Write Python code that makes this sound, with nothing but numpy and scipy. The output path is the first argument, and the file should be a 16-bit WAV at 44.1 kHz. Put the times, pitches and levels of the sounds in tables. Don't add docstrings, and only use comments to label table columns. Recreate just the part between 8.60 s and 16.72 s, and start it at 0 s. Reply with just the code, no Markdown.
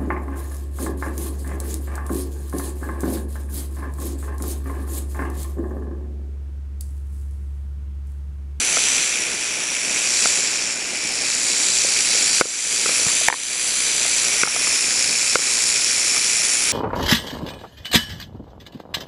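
import sys
import numpy as np
from scipy import signal
from scipy.io import wavfile

SR = 44100
rng = np.random.default_rng(int(sys.argv[2]) if len(sys.argv) > 2 else 0)


def amplitude_ratio(level_db):
    exponent = np.asarray(level_db, float) / 20
    return 10 ** exponent


def to_wav(s):
    ch = np.atleast_2d(s).T
    pcm = np.round(np.clip(ch, -1, 1) * 32767)
    wavfile.write(sys.argv[1], SR, pcm.astype(np.int16))


N = 358091
T = np.arange(N) / SR

# (time [s], nearness [dB], turn to the tail's side [-1..1],
# grass shading the tail tip [dB], lower main shell resonance [Hz])
AIM = [(0.0, -22, -.4, -7.5, 6000), (.3, -20.5, -0.35, -11, 5970), (.7, -26, -0.69, -9.5, 5700),
       (1.15, -26.5, -0.61, -10, 5700), (1.65, -18.5, -0.1, -12, 5630), (2.2, -28.5, -.4, -13, 5420),
       (2.65, -23.5, 0.18, -12.5, 5450), (3.15, -20.5, 0.8, -10.5, 5770), (3.65, -20, 0.46, -9.5, 5550),
       (4.0, -20, -0.13, -10.5, 5960), (4.3, -20.5, 0.12, -7.5, 5570), (4.6, -22, 0.26, -6.5, 6100),
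       (5.1, -24, 0.58, -5, 6060), (5.5, -21.5, 0.3, -8, 6000), (5.9, -19.5, -.95, -8.5, 5520),
       (6.4, -20.5, -0.28, -10, 5340), (7.2, -20.5, -0.14, -9.5, 5460), (8.12, -21, -.4, -6, 5580)]
MIDDLE_DB = -21.5
BEAT = [(1, 0.04, 0.14), (2, 0.34, 0.16), (3, 0.11, 0.062), (4, 0.48, 0.33), (6, 0.45, 0.04)]


def evened(x):
    return x / np.sqrt(np.mean(x ** 2) + 1e-20)


def curves(rows):
    s, *columns = np.transpose(rows)
    return [np.interp(T, s, c) for c in columns]


def coloured(x, points):
    f, db = np.transpose(points)
    log_hz = np.log(np.fft.rfftfreq(4096, 1 / SR) + 1)
    half = np.interp(log_hz, np.log(f + 1), db) * np.log(10) / 20
    whole = np.r_[half, half[-2:0:-1]]
    taps = np.fft.ifft(np.exp(np.conj(signal.hilbert(whole)))).real
    return signal.oaconvolve(x, taps[:2048])[:len(x)]


def resonate(x, hz, width):
    turn = np.exp(2j * np.pi * np.cumsum(hz * np.ones(len(x))) / SR)
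    r = np.exp(-np.pi * width / SR)
    return 2 * (turn * signal.lfilter([1 - r], [1, -r], x / turn)).real


def wander(per_s):
    return evened(signal.lfilter([1], [1, -np.exp(-2 * np.pi * per_s / SR)], rng.standard_normal(N)))


def clacks(strength, per_s, spread_db):
    force = amplitude_ratio(spread_db * np.minimum(rng.exponential(1, N), 3))
    size = force * np.sign(rng.random(N) - .5)
    return evened(size * (rng.random(N) < per_s / SR)) * strength


def beat(turns, depths):
    swing = sum(d * np.cos(2 * np.pi * k * turns) for (k, *_), d in zip(BEAT, depths))
    return np.maximum(1 + swing, .05)


def rattle():
    # (time [s], tail shakes per second [Hz])
    shake = [(0.0, 62.6), (0.9, 62.7), (2.0, 59.7), (2.55, 61.1), (3.7, 57.8), (4.2, 58.1), (5.1, 62.2),
             (5.5, 60.1), (6.0, 60.6), (7.2, 57.8), (7.5, 59.6), (8.1, 59.7)]
    turns = np.cumsum(curves(shake)[0] * (1 + 0.03032 * wander(12.06))) / SR
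    main_db, turn, shade_db, lower_hz = curves(AIM)

    ring_db = -25.5 - 0.23 * T - 1.6 * turn + 0.6 * (main_db - MIDDLE_DB)
    ring_hz = 2480 - 10.5 * T
    tip_db = main_db + shade_db
    low_db = main_db - 3.5 + 4 * turn
    lean_db = 0.95 - 3 * turn
    lower_db, upper_db = main_db + lean_db / 2, main_db - lean_db / 2
    shift_hz = lower_hz - 5700
    low_hz, upper_hz = 4580 + 0.036 * shift_hz, 7156 + 0.44 * shift_hz
    gap_db = 0.41 * ring_db + 0.42 * low_db - 8.5 - 1.9 * turn + 9 * shift_hz / 1000

    _, hollow_depths, shell_depths = np.transpose(BEAT)
    hollow = beat(turns - .12, hollow_depths)
    shell = beat(turns, shell_depths)
    shared = clacks(shell, 7500, 1.1)
    grip = amplitude_ratio(0.55 * wander(26))
    # (Hz, width Hz, dB, beat, share of common clacks)
    voices = [(ring_hz, 320, ring_db - 2.5, hollow, .3),
              (1900, 700, ring_db - 12.5, hollow, .3),
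              (3250, 700, gap_db, shell, .4),
              (4130, 400, low_db - 8.5, shell, .55),
              (low_hz, 450, low_db - 4, shell, .55),
              (lower_hz, 420, lower_db - 6.5, shell, .55),
              (6250, 450, lower_db - 12.5, shell, .55),
              (upper_hz, 520, upper_db - 3.5, shell, .55),
              (7850, 800, upper_db - 6, shell, .55),
              (9080, 550, tip_db, shell, .55),
              (9900, 650, tip_db - 2.5, shell, .55),
              (1300, 900, ring_db - 21.5, hollow, .3),
              (10800, 1300, tip_db - 1, shell, .55)]
    out = np.zeros(N)
    for hz, width, db, strength, share in voices:
        drive = share * shared + np.sqrt(1 - share ** 2) * clacks(strength, 6500, 0.34)
        ring = resonate(resonate(drive, hz, 1.39 * width), hz, 4 * width)
        out += amplitude_ratio(db + 0.73 * wander(1.25)) * evened(ring)
    return grip * out


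def knocks():
    # (time [s], peak level [dB], low mode [Hz], low mode against high [dB])
    flat_knocks = [(0.1701, -6, 690, -1.5), (1.6561, -4.5, 710, -2), (3.2474, -17.5, 545, 17),
                   (3.8112, 3, 454, -1.5), (3.8173, 1.5, 540, -1.5), (3.8546, -10.1, 473, 9),
                   (4.2593, -9, 460, -4.5), (4.292, -15, 495, 3), (4.4649, -14.5, 136, 8),
                   (4.5036, -20.1, 530, -8), (4.6135, -20.5, 649, 12), (5.4515, -21, 706, -1),
                   (5.8341, 3.5, 437, -12), (5.854, -11, 700, -18), (5.8739, -8, 865, -3),
                   (5.9619, -11, 700, 0), (6.0707, -16, 704, -9), (6.7558, 1, 516, -5),
                   (6.791, -15.5, 502, -2), (7.568, -17.5, 700, -9)]
    # (time [s], peak level [dB], low mode [Hz], low mode against high [dB])
    rim_knocks = [
        (2.45, -25, 280, 16),
        (2.614, -23, 557, 8),
        (3.55, -25, 500, 12),
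        (4.396, -18, 503, 4.5),
        (4.485, -11.5, 1500, -3),
        (4.6844, 11.5, 920, -2),
        (4.7003, 3, 950, 5),
        (4.726, 3.5, 950, .1),
        (4.74, -6, 1050, 7),
    ]
    # (frequency [Hz], level [dB])
    case_path = [(40, -17), (130, 3), (300, 2), (3000, -2.6), (9000, -1.5), (11000, -21), (12500, -32)]
    rows = [(*k, 1420 + 11 * k[1], .015) for k in flat_knocks]
    rows += [(*k, 1850, .012) for k in rim_knocks]
    out, t = np.zeros(N), np.arange(2200) / SR
    noises = rng.standard_normal((len(rows), 2, len(t)))
    for (s, db, low_hz, low_db, high_hz, t60), noise in zip(rows, noises):
        low = amplitude_ratio(low_db - 60 * t / t60) * np.sin(2 * np.pi * low_hz * t) * (1 - np.exp(-t / .0008))
        modes = np.sin(2 * np.pi * high_hz * t) + .55 * np.sin(2 * np.pi * 2150 * t)
        high = amplitude_ratio(-60 * t / t60) * modes
        buzz = amplitude_ratio(-11 - 60 * t / t60) * evened(resonate(noise[0], 1700, 1400))
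        crack = amplitude_ratio(-18 + 0.19 * db - 60 * t / 0.0076) * noise[1]
        body = amplitude_ratio(-21 - 60 * t / 0.038) * np.sin(2 * np.pi * 500 * t)
        landing = 1 - np.exp(-t / 0.00029)
        hit = (low + high + buzz + body) * landing + crack
        part = out[round(s * SR):][:len(t)]
        part += amplitude_ratio(db) * hit / abs(hit).max()
    return coloured(out, case_path)


def air():
    # (frequency [Hz], density [dB per Hz])
    wash_colour = [(12, -41), (20, -6), (85, -11), (269, 2), (482, 1), (529, 1.5), (582, -0.5), (931, -4.5),
                   (1210, -11.5), (1800, -10), (2340, 2), (3960, -120)]
    wash = coloured(rng.standard_normal(N), [*wash_colour, (2600, -30), (9000, -67)])
    level_db = -37 - 0.26 * T + 0.096 * (curves(AIM)[0] - MIDDLE_DB)
    return amplitude_ratio(level_db + 1.9 * wander(8.5)) * evened(wash)


def scene():
    # (frequency [Hz], level [dB])
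    mic = [(100, 2), (600, -1), (1500, 3.5), (3200, -2.66), (6000, 2.3), (8500, -1.1), (10000, 0.4),
           (10800, -6.5), (11500, -11.5), (12100, -17.5), (12500, -36), (16000, -21)]
    return (coloured(rattle(), mic) + knocks() + air())[None]


def roll_off(x):
    return signal.sosfilt(signal.butter(12, 15900, fs=SR, output="sos"), x)


def record(dry):
    # (frequency [Hz], width [Hz])
    notches = [
        (4350, 130),
        (6589, 77),
        (8689, 200),
    ]
    # (time [s], cut [dB])
    overloads = [
        (3.8129, 11.5),
        (4.6854, 11),
        (4.7275, 7),
        (5.8334, 6),
        (6.757, 4),
    ]
    x = signal.oaconvolve(dry, signal.firwin(511, 12350, window=("kaiser", 12), fs=SR)[None], "same")
    for hz, width in notches:
        x = signal.lfilter(*signal.iirnotch(hz, hz / width, SR), x)
    cuts = [np.clip((T - s) / .0025, 0, 1) * (db - 27 * (T - s)) for s, db in overloads]
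    cut_db = np.maximum(np.max(cuts, 0), 0)
    x = np.clip(x / amplitude_ratio(cut_db), -.73, .73)
    x = coloured(x[0], [(12300, 0), (12600, -7), (16000, -7)])[None]
    return roll_off(x)


dry = scene()
out = record(dry)
to_wav(out)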